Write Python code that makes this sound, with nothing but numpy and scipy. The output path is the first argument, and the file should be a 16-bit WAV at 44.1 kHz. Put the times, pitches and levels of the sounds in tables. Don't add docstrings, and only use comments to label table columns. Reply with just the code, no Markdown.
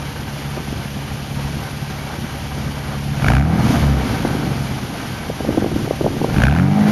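import sys
import numpy as np
from scipy import signal
from scipy.fft import rfft, irfft
from scipy.io import wavfile
from scipy.ndimage import uniform_filter1d

SR = 44100
rng = np.random.default_rng(int(sys.argv[2]) if len(sys.argv) > 2 else 0)


def output_pcm(signal):
    pcm = np.clip(np.atleast_2d(signal).T, -1, 1) * 32767
    wavfile.write(sys.argv[1], SR, np.round(pcm).astype(np.int16))


N = 304731
TIME = np.arange(N) / SR
BINS_HZ = np.maximum(np.fft.rfftfreq(N, 1 / SR), 1)

# t/s, rise/s, hold/s, opening kept afterwards/0-1, fading of the barks/(dB/s)
REVS = [(3.08, 0.22, 0.14, 0, 73), (6.211, 0.22, 0.17, 0.08, 38)]
# f/Hz, width/Hz, level/dB
PIPE_NOTES = [(69.6, 14.8, -10), (139, 17.8, -0.5), (210.3, 18, -3), (277.5, 27, -6.5), (416, 75, -18),
              (770, 150, -8)]
# f/Hz, width/Hz, lift/dB
TIP_RESONANCES = [(778, 50, 5), (924, 38, 3.5), (1210, 12.5, 7.5), (1538, 8.1, 12.5), (1617, 23, 7),
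                  (2250, 380, 14.5), (2180, 45, -15.5), (2907, 58, 6)]
# t/s, half length/s, rumble/dB, rush/dB, hiss/dB
GAS_SWELLS = [(2.08, .1, -2, 2, -0.5), (2.904, .08, -1, 3.5, -0.5), (3.71, 0.079, 3, 2, 4.5),
              (4.117, 0.075, 0, 1.5, 1.5), (6.92, 0.057, 2, 6.5, 6.5)]


def from_db(db):
    return 10 ** (np.asarray(db) / 20)


def rms_one(x):
    return x / np.sqrt(np.mean(x ** 2) + 1e-20)


def in_time(rows):
    return np.interp(TIME, *np.transpose(rows))


def bell(hz, centre_hz, width_hz):
    return 1 / (1 + (2 * (hz - centre_hz) / width_hz) ** 2)


def noise(gain):
    return rms_one(irfft(rfft(rng.standard_normal(N)) * gain, N))


def colour(points, resonances=()):
    hz, db = np.transpose(points)
    lift_db = sum(lift * bell(BINS_HZ, f, width) for f, width, lift in resonances)
    return from_db(np.interp(np.log(BINS_HZ), np.log(hz), db) + lift_db)


def wander(per_s):
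    return rms_one(np.interp(TIME * per_s, np.arange(1000), rng.standard_normal(1000)))


def per_firing(firings):
    return np.interp(firings, np.arange(1000), rng.standard_normal(1000))


def puffs(firings, sharpness, scatter_db):
    which = np.round(firings).astype(int)
    strength = from_db(scatter_db * np.clip(rng.standard_normal(1000), -2, 2))[which % 1000]
    return rms_one(strength * np.exp(sharpness * (np.cos(2 * np.pi * firings) - 1)))


def throttle(release_s=0.22):
    return sum(np.interp(TIME, s + np.cumsum([0, rise, hold, release_s]), [0, 1, 1, kept])
               for s, rise, hold, kept, _ in REVS)


def level_db(rate, load, idle_db, speed_db, load_db):
    idle_hz = 35
    return idle_db + speed_db * 2 * (1 - idle_hz / rate) + load_db * load


def in_tune(hz, load, damping=0.65):
    return (1 - damping * load) * sum(bell(hz, f, width) for f, width, _ in PIPE_NOTES[:3])


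def pipe_ring(x):
    out = 0
    for k, (hz, width, db) in enumerate(PIPE_NOTES):
        r = np.exp(-np.pi * width / SR)
        poles = [1, -2 * r * np.cos(2 * np.pi * hz / SR), r * r]
        ringing = (1 - r * r) / 2 * signal.lfilter([1, 0, -1], poles, x)
        out = out + (-1) ** k * from_db(db) * ringing
    return out


def boom(rate, load, phase, strength):
    # multiple of the firing rate, level/dB
    overtones = [(1.5, 2), (2.5, -2.5), (3, 0.5), (3.5, -9), (4, -1), (4.5, -10.5), (5, -5.5), (6, -5),
                 (7, -12.5), (8, -9.5)]
    # t/s, level/dB
    waver = [(0, -0.5), (1.2, 1), (2.7, -1.5), (3.2, 4.5), (4.1, -5), (4.62, -0.5), (5.2, -7), (6.2, 3),
             (6.9, 0.5)]
    db = level_db(rate, load, idle_db=-26, speed_db=12.4, load_db=2.9) + in_time(waver)
    tones = sum(from_db(level) * np.cos(2 * np.pi * multiple * phase) for multiple, level in overtones)
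    return from_db(db) * pipe_ring(strength * tones)


def firing_pulses(rate, load, firings, jitter=0.0064, idle_rough_db=3.5):
    phase = firings + jitter * per_firing(firings)
    strength = from_db(idle_rough_db * rate.min() / rate * per_firing(firings))
    thump_db = level_db(rate, load, idle_db=-51, speed_db=13.9, load_db=20.7)
    thump_db += 22.5 * in_tune(rate, load)
    drone_db = level_db(rate, load, idle_db=-48.5, speed_db=20.23, load_db=15.5)
    drone_db += 12.5 * in_tune(2 * rate, load)
    thump = from_db(thump_db) * np.cos(2 * np.pi * phase)
    drone = from_db(drone_db) * np.cos(4 * np.pi * phase)
    return boom(rate, load, phase, strength) - np.sqrt(2) * strength * (thump + drone)


def gas_rumble(rate, load, firings, swell_db):
    # f/Hz, level/dB
    spectrum = [(15, -34), (30, -17), (48, -18), (65, -5), (110, 3.5), (160, 2), (250, 0), (340, -5),
                (500, -22.5), (900, -49)]
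    db = level_db(rate, load, idle_db=-32, speed_db=12.1, load_db=-0.69) + swell_db + wander(per_s=10)
    return from_db(db) * puffs(firings, sharpness=0.19, scatter_db=2.6) * noise(colour(spectrum))


def pipe_echo(reflection, spacing_hz=69.3):
    return np.abs(1 / (1 - reflection * np.exp(-2j * np.pi * BINS_HZ / spacing_hz)))


def gas_rush(rate, load, firings, swell_db):
    # f/Hz, level/dB
    spectrum = [(200, -9.5), (400, 1.5), (600, 1.5), (800, 0.5), (1100, -2.5), (1400, -3), (1900, -10),
                (2500, -21.5), (3300, -23.5), (4200, -19), (6000, -40)]
    db = level_db(rate, load, idle_db=-34, speed_db=8.34, load_db=2) + swell_db
    flow = noise(colour(spectrum, TIP_RESONANCES) * pipe_echo(reflection=0.21))
    return from_db(db) * puffs(firings, sharpness=0.1, scatter_db=1.43) * flow


def gas_hiss(rate, load, firings, swell_db):
    # f/Hz, level/dB
    spectrum = [(900, -12.5), (1600, 2), (2300, 4.5), (3100, 6), (3900, 0.5), (4600, 2), (5200, -0.5),
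                (6100, -0.5), (7000, -4), (9000, -7), (10300, -5.5), (11700, -5.5), (12500, -7.5)]
    db = level_db(rate, load, idle_db=-36, speed_db=3.6, load_db=0.98) + swell_db
    db += 0.19 * wander(per_s=8.2)
    flow = noise(colour(spectrum) * pipe_echo(reflection=0.2))
    return from_db(db) * puffs(2 * firings, sharpness=0.012, scatter_db=0.75) * flow


def muffler_roar(rate, load, firings):
    db = level_db(rate, load, idle_db=-56.5, speed_db=19.5, load_db=8.9)
    hollow = bell(BINS_HZ, centre_hz=730, width_hz=210) * pipe_echo(reflection=0.36)
    return from_db(db) * puffs(firings, sharpness=1.0, scatter_db=4.5) * noise(hollow)


def whistles_and_belt(firings):
    # f/Hz, width/Hz, relative level/dB
    whistles = [(5856, 30, -2), (11292, 15, -9), (11578, 30, -4), (11702, 35, 0)]
    steady = sum(from_db(db) * noise(bell(BINS_HZ, f, width)) for f, width, db in whistles)
    squeak = noise(bell(BINS_HZ, centre_hz=10110, width_hz=140))
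    return steady + from_db(-1) * puffs(firings / 6, sharpness=1.6, scatter_db=-1.5) * squeak


def wind_flutter(gusts, edge_s=0.022):
    level = 0
    for s, length, db in gusts:
        inside_s = np.minimum(TIME - s, s + length - TIME)
        level = level + from_db(db) * np.clip(0.5 + inside_s / (2 * edge_s), 0, 1)
    churn = noise(bell(BINS_HZ, centre_hz=230, width_hz=490) ** 2)
    return level * from_db(-11 + 0.3 * wander(per_s=33)) * churn


def small_flaps(gusts, per_s=16, scatter_db=2.5, centre_hz=337, spread_octaves=0.28):
    rows = []
    for start, length, db in gusts:
        times = np.cumsum(rng.uniform(0.3, 1.7, 60)) / per_s
        scatter = rng.standard_normal((len(times), 2))
        rows += [(start + s, db + scatter_db * louder, centre_hz * 2 ** (spread_octaves * higher))
                 for s, (louder, higher) in zip(times, scatter) if s < length]
    return rows


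def wind_flaps(gusts, fade_s=0.0028, grit=0.81):
    # t/s, relative level/dB, f/Hz (sets the pitch of both swing and noise)
    hard_flaps = [(.578, -14, 390), (0.728, -14, 310), (4.25, -4.5, 430), (5.3, -9.5, 388),
                  (5.406, -7.5, 350), (5.449, -9, 350), (5.491, -4.5, 303), (5.506, -7.5, 370),
                  (5.547, -11, 520), (5.575, -4, 410), (5.581, -4.5, 390), (5.623, -5, 415.5),
                  (5.644, -5, 470), (5.762, -7, 338), (5.877, -10.5, 470), (5.91, -1.5, 477),
                  (6.012, -6.5, 507), (6.045, -5.5, 406), (6.064, -4, 523), (6.215, -6, 444),
                  (6.245, -4.5, 590)]
    out, t = np.zeros(N), np.arange(-600, 600) / SR
    for s, db, hz in hard_flaps + small_flaps(gusts):
        lowpass = signal.butter(4, 1.62 * hz, fs=SR, output="sos")
        churn = signal.sosfilt(lowpass, rng.standard_normal(2 * len(t)))[len(t):]
        swing = np.cos(2 * np.pi * (0.79 * hz * t + rng.random()))
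        flap = (swing + grit * rms_one(churn)) * np.exp(-np.abs(t / fade_s) ** 1.52)
        start = round(s * SR) - len(t) // 2
        out[start:start + len(t)] += from_db(db) * flap / np.abs(flap).max()
    return signal.sosfilt(signal.butter(6, [90, 1150], "band", fs=SR, output="sos"), out)


def wind():
    # t/s, length/s, relative level/dB
    gusts = [(0.552, 0.073, -19), (4.218, 0.31, -16), (5.432, 0.45, -13), (5.999, 0.41, -13)]
    return wind_flutter(gusts) + from_db(-0.5) * wind_flaps(gusts)


def rasp(firings, bark_db=-15, rise_db_per_s=197, stop_db_per_s=130):
    # f/Hz, level/dB
    spectrum = [(300, -26), (700, 13), (1100, -3), (1500, 12), (1900, -7.5), (2500, -3.5), (3600, -9.5),
                (4600, -15), (6000, -14), (12000, -23)]
    level = 0
    for s, rise, hold, _, fade in REVS:
        t = TIME - s - rise
        pressed_db = np.minimum(rise_db_per_s * t, -fade * t)
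        eased_db = stop_db_per_s * np.maximum(t - hold, 0)
        level = level + from_db(bark_db + pressed_db - eased_db)
    barks = puffs(firings, sharpness=5, scatter_db=2) * noise(colour(spectrum, TIP_RESONANCES))
    tick_band = bell(BINS_HZ, centre_hz=9000, width_hz=35100)
    ticks = puffs(firings, sharpness=5, scatter_db=1) * noise(tick_band)
    return level * barks + from_db(-38) * np.sqrt(level) * ticks


def gain_control(x, threshold_db=-8.5, bass_db=3.0, attack_s=0.027, release_db_per_s=42):
    bass = signal.sosfilt(signal.butter(1, 100, fs=SR, output="sos"), x)
    power = uniform_filter1d((x + from_db(bass_db) * bass) ** 2, size=SR // 30)
    over_db = np.maximum(10 * np.log10(np.abs(power) + 1e-12) - threshold_db, 0)
    recovery_db = release_db_per_s * TIME
    held_db = np.maximum.accumulate(over_db + recovery_db, axis=-1) - recovery_db
    r = np.exp(-1 / (attack_s * SR))
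    cut_db = signal.lfilter([1 - r], [1, -r], held_db)
    return x * from_db(-cut_db)


def scene():
    # t/s, firing rate/Hz
    engine_speed = [(0.0, 35.55), (1.1, 34.75), (2.3, 35.97), (3.17, 34.87), (3.32, 59.54), (3.49, 81.74),
                    (3.64, 83.67), (3.8, 73.97), (4.15, 58.47), (4.42, 47.85), (4.95, 39.89), (5.6, 36.53),
                    (6.26, 35.8), (6.42, 57.36), (6.62, 92.46), (6.78, 104.62), (6.91, 104.36)]
    rate, load = in_time(engine_speed), throttle()
    firings = np.cumsum(rate) / SR
    rumble_swell, rush_swell, hiss_swell = sum(
        np.outer(lifts_db, np.exp(-((TIME - s) / half) ** 2)) for s, half, *lifts_db in GAS_SWELLS)
    mix = (firing_pulses(rate, load, firings)
           + gas_rumble(rate, load, firings, rumble_swell)
           + gas_rush(rate, load, firings, rush_swell)
           + gas_hiss(rate, load, firings, hiss_swell)
           + muffler_roar(rate, load, firings)
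           + from_db(-56.5) * whistles_and_belt(firings)
           + wind()
           + rasp(firings))
    return mix[None]


def record(dry, notch_hz=7896, cutoff_hz=12550):
    levelled = gain_control(dry)
    rounded = levelled / (1 + levelled ** 6) ** (1 / 6)
    notch = signal.tf2sos(*signal.iirnotch(notch_hz, Q=7.8, fs=SR))
    notched = signal.sosfilt(np.vstack([notch, notch]), rounded)
    return signal.sosfilt(signal.ellip(12, 0.1, 80, cutoff_hz, fs=SR, output="sos"), notched)


dry = scene()
out = record(dry)
output_pcm(out)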